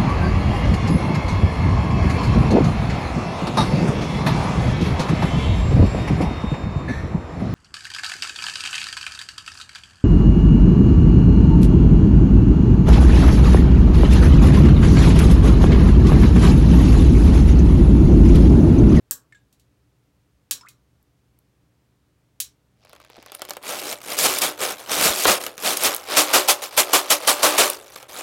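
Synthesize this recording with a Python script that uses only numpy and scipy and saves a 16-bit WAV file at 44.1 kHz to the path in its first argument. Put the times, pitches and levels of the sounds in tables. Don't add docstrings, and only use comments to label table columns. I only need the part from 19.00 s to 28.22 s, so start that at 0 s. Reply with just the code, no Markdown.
import sys
import numpy as np
from scipy import signal
from scipy.fft import rfft, irfft
from scipy.io import wavfile
from scipy.ndimage import uniform_filter1d, minimum_filter1d

SR = 44100
rng = np.random.default_rng(int(sys.argv[2]) if len(sys.argv) > 2 else 0)


def file_out(sig):
    cols = np.atleast_2d(sig).T
    lim = np.clip(cols, -1, 1)
    pcm = np.round(lim * 32767).astype(np.int16)
    wavfile.write(sys.argv[1], SR, pcm)


N = 406602
TIME = np.arange(N) / SR


def from_db(db):
    return 10 ** (np.asarray(db) / 20)


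def at_hz(points, hz):
    known_hz, values = np.transpose(points)
    return np.interp(np.log(np.maximum(hz, 1)), np.log(known_hz), values)


def follow(curve):
    return from_db(np.interp(TIME, *np.transpose(curve), left=-120, right=-120))


def unit(response):
    return response / np.sqrt(np.sum(response ** 2) + 1e-20)


def through(x, response):
    return signal.oaconvolve(x, response)[:len(x)]


def pulse(colour, size=4096):
    cepstrum = irfft(np.log(from_db(at_hz(colour, np.fft.rfftfreq(size, 1 / SR)))))
    cepstrum[1:size // 2] *= 2
    cepstrum[size // 2 + 1:] = 0
    return unit(irfft(np.exp(rfft(cepstrum))))


def flatten(response, bins=100):
    spectrum = rfft(response)
    local_power = uniform_filter1d(np.abs(spectrum) ** 2, size=bins)
    return unit(irfft(spectrum / np.sqrt(local_power + 1e-12), len(response)))


def echoes(decay_table, count=12):
    t = TIME[:SR // 2]
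    centres_hz, hz = np.geomspace(120, 16000, count), np.fft.rfftfreq(len(t), 1 / SR)
    noise = rfft(rng.standard_normal(len(t)))
    bands = [irfft(noise * at_hz(np.c_[centres_hz, share], hz), len(t)) for share in np.eye(count)]
    tail = sum(band * from_db(-60 * t / t60_s)
               for band, t60_s in zip(bands, at_hz(decay_table, centres_hz)))
    fade = np.minimum(2 * (1 - t / t[-1]), 1) ** 2
    return unit(flatten(tail) * fade)


def ring(modes):
    t = TIME[:SR // 2]
    return unit(sum(from_db(db - 60 * t / t60_s) * np.cos(2 * np.pi * hz * t) for hz, db, t60_s in modes))


def clicks(start_s, level_db):
    out = np.zeros(N)
    out[np.round(start_s * SR).astype(int)] = from_db(level_db) * np.sqrt(.005 * SR)
    return out


def chatter(hits, t60_s):
    pole = from_db(-120 / (t60_s * SR))
    power = signal.lfilter([1 - pole], [1, -pole], hits ** 2 + 1e-18)
    return np.sqrt(power) * rng.choice([-1, 1], N)


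def collisions(power, calm_per_s=200, per_s_per_gain=35000, spread_db=6):
    per_s = calm_per_s + per_s_per_gain * np.sqrt(power)
    hits = (rng.random(N) < per_s / SR) * rng.choice([-1, 1], N)
    hits = hits * from_db(spread_db * rng.standard_normal(N))
    local_power = uniform_filter1d(uniform_filter1d(hits ** 2, size=400), size=400)
    return hits / np.sqrt(np.maximum(local_power, 0) + 1e-4)


# freq_hz, gain_db
AIR_COLOUR = [(12, -55), (20, -34.5), (49, -12.5), (70, -4.5), (91, -9.5), (123, -5.5), (168, -11),
              (262, -16), (293, -9.5), (328, -18.5), (367, -16.5), (574, -22.5), (624, -24), (16000, -42.5)]
# pitch_hz, level_db
HUM_PARTIALS = [(60, -73.5), (120, -70.5)]


def background(air_db=-65.5):
    hum = sum(from_db(db) * np.sqrt(2) * np.sin(2 * np.pi * hz * TIME) for hz, db in HUM_PARTIALS)
    return hum + from_db(air_db) * through(rng.standard_normal(N), pulse(AIR_COLOUR))


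# freq_hz, t60_s
ROOM_DECAY = [(150, 0.13), (400, 0.97), (800, 0.51), (2000, 0.16), (5500, 0.17), (15000, 0.12)]


def bathroom(x, build_s=0.0046):
    onset = np.minimum(TIME[:SR // 2] / build_s, 1)
    return through(x, unit(echoes(ROOM_DECAY) * onset))


def moving_in_room(x, sway_hz=.6, count=4):
    weights = (np.maximum(np.cos(2 * np.pi * (sway_hz * TIME - k / count)), 0) for k in range(count))
    return sum(bathroom(x * weight) for weight in weights)


# freq_hz, t60_s
BOWL_DECAY = [(300, 0.19), (2000, 0.038), (6000, .07), (15000, 0.025)]


def bowl_echoes():
    return echoes(BOWL_DECAY)


# start_s, peak_db, pitch_hz, glide_octaves_per_s, t60_s
AIR_BUBBLES = [(0.324, -45, 1800, -2.5, 0.05), (0.324, -47.5, 2140, 0, .04), (0.348, -50, 1660, -0.5, .12),
               (0.350, -62, 3580, 0.5, 0.17), (0.356, -56, 7340, 4, .03), (1.61, -47.5, 930, 8.5, 0.2),
               (1.611, -38, 5260, 0, 0.023), (1.634, -44, 1290, 17, .04), (1.649, -43.5, 1076, 32.5, 0.11),
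               (1.668, -44, 1900, 36, 0.036), (1.675, -51, 2580, -3, 0.08)]


def bubbles(onset_s=0.00035):
    out, t = np.zeros(N), TIME[:SR // 8]
    for start_s, peak_db, pitch_hz, octaves_per_s, t60_s in AIR_BUBBLES:
        hz = pitch_hz * 2 ** np.minimum(octaves_per_s * t, 1)
        envelope = from_db(peak_db - 60 * t / t60_s) * (1 - np.exp(-t / onset_s))
        start = int(start_s * SR)
        out[start:start + len(t)] += envelope * np.sin(2 * np.pi * np.cumsum(hz) / SR)
    return out


# start_s, level_db, t60_s
SPATTER = [(0.324, -58, 0.034), (0.347, -60, .08), (0.372, -68, .09), (1.61, -53, .05), (1.66, -63, .06)]
# freq_hz, gain_db
SPATTER_COLOUR = [(400, -25), (1100, -0.5), (1900, -1), (2700, 1), (3700, 2), (5000, -7), (7500, 1),
                  (10000, -15.5), (15000, -25)]


def water(cavity_db=-5.5):
    spatter = sum(chatter(clicks(np.array([s]), db), t60_s) for s, db, t60_s in SPATTER)
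    direct = bubbles() + through(spatter, pulse(SPATTER_COLOUR))
    return direct + from_db(cavity_db) * through(direct, bowl_echoes())


# start_s, level_db, crack_rel_db, ring_rel_db, hollow_rel_db
BOWL_STRIKES = [(0.1101, -26.5, 7.5, -9, -6), (0.527, -61.5, -10, -1, -20), (0.597, -64.5, -12, 1.5, -20),
                (1.5104, -20.5, -6, -3, -12), (1.686, -47.5, -23, -1.5, -25), (3.402, -22, -17, -5, -21.5)]
# freq_hz, gain_db
CRACK_COLOUR = [(100, -35), (700, -32), (2000, -23.5), (3500, -15.5), (5000, -5), (6200, 2), (10000, 3),
                (15500, -1)]
PORCELAIN_COLOUR = [(500, -41), (1900, -16), (2500, -7.5), (4200, -2), (5600, -6.5), (8000, -6.5),
                    (15000, -17.5)]
HOLLOW_COLOUR = [(60, -10), (230, -2), (500, -5.5), (720, -13.5), (1150, -3.5), (1700, 2), (2100, -11),
                 (6000, -32)]
# pitch_hz, gain_db, t60_s
PORCELAIN_MODES = [(2740, -8, .1), (3120, -8.5, 0.18), (3947, 1, 0.13), (4470, 3, 0.065), (5620, 8, 0.14),
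                   (5970, -1.5, .15), (6923, 7.5, .12), (7420, 7.5, 0.098), (8387, -1.5, .09),
                   (8750, 3, .09)]
HOLLOW_MODES = [(1130, -9.5, 0.12), (1620, -3.5, 0.13)]


def bowl_strikes(cavity_db=2):
    start_s, level_db, crack_db, ring_db, hollow_db = np.transpose(BOWL_STRIKES)
    crack = chatter(clicks(start_s, level_db + crack_db), t60_s=0.003)
    crack += from_db(cavity_db) * through(clicks(start_s, level_db), bowl_echoes())
    porcelain = from_db(1.5) * through(bowl_echoes(), pulse(PORCELAIN_COLOUR))
    porcelain += from_db(-6) * ring(PORCELAIN_MODES)
    hollow = from_db(-7) * through(bowl_echoes(), pulse(HOLLOW_COLOUR))
    hollow += from_db(-12) * ring(HOLLOW_MODES)
    return (through(crack, pulse(CRACK_COLOUR))
            + through(clicks(start_s, level_db + ring_db), porcelain)
            + through(clicks(start_s, level_db + hollow_db), hollow))


# centre_s, level_db, width_s, pitch_hz
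LOAD_THUMPS = [(4.186, -42, 0.006, 307), (5.249, -39.5, 0.028, 153), (6.038, -34.5, 0.053, 184),
               (6.095, -39.5, 0.019, 80), (6.276, -37.5, 0.013, 58), (6.289, -27, 0.03, 280)]


def thumps(t60_cycles=4):
    out, t = np.zeros(N), TIME[:SR // 2] - .25
    for centre_s, level_db, width_s, hz in LOAD_THUMPS:
        push = rng.standard_normal(len(t)) * np.exp(-np.minimum((t / width_s) ** 2, 20))
        bump = through(push, ring([(hz, 0, t60_cycles / hz)]))
        bump = signal.sosfilt(signal.butter(2, 2 * hz, fs=SR, output="sos"), bump)
        start = int((centre_s + t[0]) * SR)
        out[start:start + len(t)] += from_db(level_db) * np.sqrt(width_s * SR) * unit(bump)
    return out


# start_s, level_db
CANDY_TICKS = [(2.028, -65), (2.389, -58), (4.35, -30.5), (4.496, -32), (5.387, -21), (6.7712, -21),
               (6.836, -12), (6.947, -19), (6.964, -22), (8.7005, -18.5)]
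# freq_hz, gain_db
TICK_COLOUR = [(200, -28), (1500, -14), (4000, -12), (7500, -6), (10000, 0), (13000, -2), (15500, -4.5)]


def ticks(t60_s=0.0057):
    return through(chatter(clicks(*np.transpose(CANDY_TICKS)), t60_s), pulse(TICK_COLOUR))


# time_s, level_db
GRIP = [(3.76, -74), (3.85, -56.5), (4.048, -54), (4.57, -42.5)]
# freq_hz, gain_db
RUB_COLOUR = [(100, -26), (350, -4.5), (600, 9), (900, 0.5), (1400, -4), (2200, -0.5), (5000, -3),
              (8000, -18), (15000, -30.5)]


def rub(finger_db=-4.5, scrape_db=0.5, slips_per_s=24, slip_db=5, count=400):
    slips = np.interp(TIME * slips_per_s, np.arange(count), rng.uniform(-1, 1, count))
    gain = from_db(finger_db + slip_db * slips) * follow(GRIP) + from_db(scrape_db) * backswings()
    catches = collisions(gain ** 2, calm_per_s=550, spread_db=8)
    return gain * through(chatter(catches, t60_s=0.0057), pulse(RUB_COLOUR))


def creak_events(per_s=19, above_grip_db=1, spread_db=4.5, knock_db=4, count=60):
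    grip_s, grip_db = np.transpose(GRIP)
    gap, size = rng.uniform(-1, 1, (count, 2)).T
    start_s = grip_s[0] + np.cumsum(1 + gap) / per_s
    level_db = np.interp(start_s, grip_s, grip_db) + above_grip_db + spread_db * size
    return np.c_[start_s, level_db, np.full(count, knock_db)][start_s < grip_s[-1]]


# start_s, level_db, knock_rel_db
SHARP_HITS = [(3.8946, -51.5, -1), (3.931, -53, 5.5), (4.001, -53, 6), (4.3195, -38.5, -2),
              (4.348, -43, 5.5), (4.419, -29.5, 0.5), (4.451, -37, -3), (4.5073, -28.5, -1.5),
              (4.535, -39, -5), (4.6282, -43, -8), (4.927, -36, -4), (5.017, -43, -11), (5.188, -12, -12),
              (5.42, -21, -9), (6.2531, -17.5, 10), (6.414, -35, -1), (6.438, -28, -3), (6.466, -27.5, -3),
              (6.5795, -34.5, -1), (8.733, -31.5, -12), (8.960, -37, 0.5), (9.028, -43.5, 4),
              (9.095, -42, 0)]


def snap_events(slam_rel_db=-8, slam_knock_db=3.5):
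    slams = [(s, db + slam_rel_db, slam_knock_db) for s, db, *_ in BOX_SHAKES]
    return np.vstack([SHARP_HITS, slams, creak_events()])


# slam_s, slam_db, backswing_db, settle_db_per_s, knock_rel_db
BOX_SHAKES = [(7.170, -9.5, -28, 305, -5.5), (7.337, -11, -31, 270, -3), (7.486, -10, -39, 541, -7.5),
              (7.624, -27.5, -46, 355, -6), (7.777, -9.5, -42, 490, -7.5), (7.934, -11.5, -37, 320, -3.5),
              (8.104, -11, -39, 431, -7), (8.276, -11.5, -36, 342, -5), (8.431, -13, -34, 210, -2),
              (8.582, -12, -29, 185.5, -3)]


def backswings(lead_s=.032, width_s=.036):
    return sum(from_db(db) * np.exp(-np.minimum(.5 * ((TIME - slam_s + lead_s) / width_s) ** 2, 20))
               for slam_s, _, db, *_ in BOX_SHAKES)


def slams(rise_db_per_s=2000, hold_s=.019):
    for slam_s, slam_db, _, settle_db_per_s, knock_db in BOX_SHAKES:
        before_db = rise_db_per_s * np.maximum(slam_s - TIME, 0)
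        after_db = settle_db_per_s * np.maximum(TIME - slam_s - hold_s, 0)
        yield from_db(slam_db - np.minimum(before_db + after_db, 150)), knock_db


# time_s, level_db, knock_rel_db
TILT_SLIDES = [
    [(4.6, -77, 13), (4.634, -42, -0.5), (4.694, -29, -3.5), (4.784, -35, -2.5), (4.792, -28.5, -12),
     (4.816, -35, -1.5), (4.926, -28, -6.5), (4.964, -50.5, -2), (5.0, -44, -10)],
    [(5.0, -49, -2.5), (5.122, -27, -3.5), (5.162, -34, -7), (5.192, -18, -12.5), (5.216, -20, -11),
     (5.262, -13, -6), (5.276, -23, -4), (5.29, -21, -7), (5.38, -27, -7)],
    [(5.38, -27, -14), (5.386, -21, -20), (5.396, -31, -3), (5.41, -29, -2), (5.418, -18, -13),
     (5.43, -18, -6), (5.49, -27, -5.5), (5.5, -34, -2), (5.56, -51, 1)],
    [(5.56, -50, 0), (5.618, -24, -3), (5.648, -22, -5), (5.672, -30, -3.5), (5.71, -28, -3),
     (5.762, -47, -1), (5.8, -37, -6), (5.808, -43, 2), (5.86, -46, -4)],
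    [(5.86, -40, -8), (5.87, -44, 3.5), (5.92, -20.5, -5), (5.966, -24, -4.5), (6.06, -14, -7),
     (6.132, -26, -6), (6.236, -21, -14), (6.25, -18, -6)],
    [(6.262, -27, 6), (6.27, -16, -8), (6.282, -15, 0), (6.318, -16, -7.5), (6.388, -35, -2),
     (6.454, -35, -10), (6.468, -28, -7.5), (6.48, -41.5, 2), (6.55, -57, 1)],
    [(6.55, -54, -3.5), (6.662, -19, -5), (6.734, -24, -7), (6.76, -36, -4), (6.77, -21, -15),
     (6.786, -33, -6.5), (6.858, -14, -6.5), (6.918, -33, 0), (6.943, -31, -4.5)],
    [(8.74, -36, -10), (8.778, -52, 0), (8.95, -46.5, -3.5), (8.956, -40.5, -5.5), (9.038, -52.5, 2),
     (9.06, -65, 11), (9.092, -45, -3.5), (9.204, -32, -3.5), (9.22, -39.5, -3.5)],
]
# time_s, level_db
LOAD_STIR = [(4.9, -52), (6.55, -65), (6.93, -35), (7.0, -43), (7.7, -55), (8.75, -46)]


def agitation(slide_knock_db=1, backswing_knock_db=1.5):
    moves = [(follow(LOAD_STIR), 0), (backswings(), backswing_knock_db)]
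    for tilt in TILT_SLIDES:
        time_s, level_db, knock_db = np.transpose(tilt)
        moves.append((follow(np.c_[time_s, level_db]), np.interp(TIME, time_s, knock_db + slide_knock_db)))
    moves.extend(slams())
    candy_power = sum(gain ** 2 for gain, _ in moves)
    wall_power = sum((gain * from_db(knock_db)) ** 2 for gain, knock_db in moves)
    return candy_power, wall_power


# time_s, share
BOTTOM_SHARE = [(3.8, 0.6), (4.4, 0.98), (4.7, 0.05), (6.3, 0.4), (6.7, 0.25), (7.2, 0.83), (7.5, 1),
                (8.6, 0.9), (9.2, 0.46)]
# freq_hz, gain_db
SIDE_COLOUR = [(30, -35.5), (100, -21.5), (200, -10.5), (330, -6.5), (520, -0.5), (780, -2.5), (950, -6.5),
               (1250, -3.5), (1800, -9), (3500, -10.5), (10000, -46)]
BOTTOM_COLOUR = [(30, -33), (120, -44.5), (220, -14.5), (330, -7.5), (520, 1), (800, 1.5), (950, 0),
                 (1200, 1.5), (1800, -6.5), (3500, -9), (10000, -43)]


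def cardboard_panels(knocks, t60_s=0.041):
    share = np.clip(np.interp(TIME, *np.transpose(BOTTOM_SHARE)), 0, 1)
    sides = through(chatter(knocks * np.sqrt(1 - share), t60_s), pulse(SIDE_COLOUR))
    bottom = through(chatter(knocks * np.sqrt(share), t60_s), pulse(BOTTOM_COLOUR))
    return sides + bottom


def shell_pings(hits, t60_s=0.017, partials=3):
    starts, t = np.flatnonzero(hits), TIME[:SR // 100]
    hz = rng.uniform(800, 16000, (len(starts), partials, 1))
    envelope = np.sqrt(2 / partials) * unit(from_db(-60 * t / t60_s))
    pings = hits[starts, None] * np.sin(2 * np.pi * hz * t).sum(axis=1) * envelope
    samples = starts[:, None] + np.arange(len(t))
    return np.bincount(samples.ravel(), pings.ravel(), N)[:N]


# freq_hz, gain_db
SNAP_COLOUR = [(100, -26.5), (800, -16.5), (2000, -2.5), (5000, 1), (9000, -1.5), (13000, -0.5),
               (15500, -8)]
CLACK_COLOUR = [(100, -53), (700, -15.5), (1600, -7), (2400, 3), (4000, 3), (6500, 2.5), (9500, 1.5),
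                (12500, -1), (15500, -6.5)]
# pitch_hz, gain_db, t60_s
BOX_MODES = [(205.4, -10, 0.088), (302.6, 2.5, 0.35), (373, 4, 0.31), (527.3, 4.5, 0.18), (590, 8, 0.24),
             (709, -38, .16), (773, 4.5, .12), (1087, 6, .12), (2303, 12.5, 0.046), (3060, -1, .05),
             (4740, 1, 0.041)]


def candy_box(ping_db=-4.5, rattle_db=-10, crack_db=-7, wall_db=0.5, modes_db=-9, room_db=-15):
    candy_power, wall_power = agitation()
    snap_s, snap_db, knock_db = snap_events().T
    snaps = clicks(snap_s, snap_db)
    impacts = collisions(candy_power)
    clacks = impacts * np.sqrt(candy_power)
    knocks = impacts * np.sqrt(wall_power) + clicks(snap_s, snap_db + knock_db)
    pings = from_db(ping_db) * shell_pings(clacks)
    rattle = from_db(rattle_db) * chatter(clacks + snaps / 2, t60_s=.03)
    cracks = through(chatter(snaps + from_db(crack_db) * clacks, t60_s=0.008), pulse(SNAP_COLOUR))
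    panels = from_db(wall_db) * cardboard_panels(knocks)
    direct = through(pings + rattle, pulse(CLACK_COLOUR)) + cracks + panels + ticks() + rub()
    resonance = from_db(modes_db) * through(knocks, ring(BOX_MODES))
    return direct + from_db(room_db) * moving_in_room(direct) + resonance


def scene(bowl_room_db=-5.5, water_room_db=-12.5):
    bowl, plops = bowl_strikes(), water()
    room = bathroom(from_db(bowl_room_db) * bowl + from_db(water_room_db) * plops)
    return (bowl + plops + room + candy_box() + thumps() + background())[None]


def record(dry, ceiling=0.66, cutoff_hz=16000):
    allowed = np.minimum(1, ceiling / (np.abs(dry) + 1e-9))
    gain = uniform_filter1d(minimum_filter1d(allowed, size=45), size=45)
    low_pass = signal.ellip(10, .2, 80, cutoff_hz, fs=SR, output="sos")
    return signal.sosfilt(low_pass, gain * dry)


dry = scene()
out = record(dry)
file_out(out)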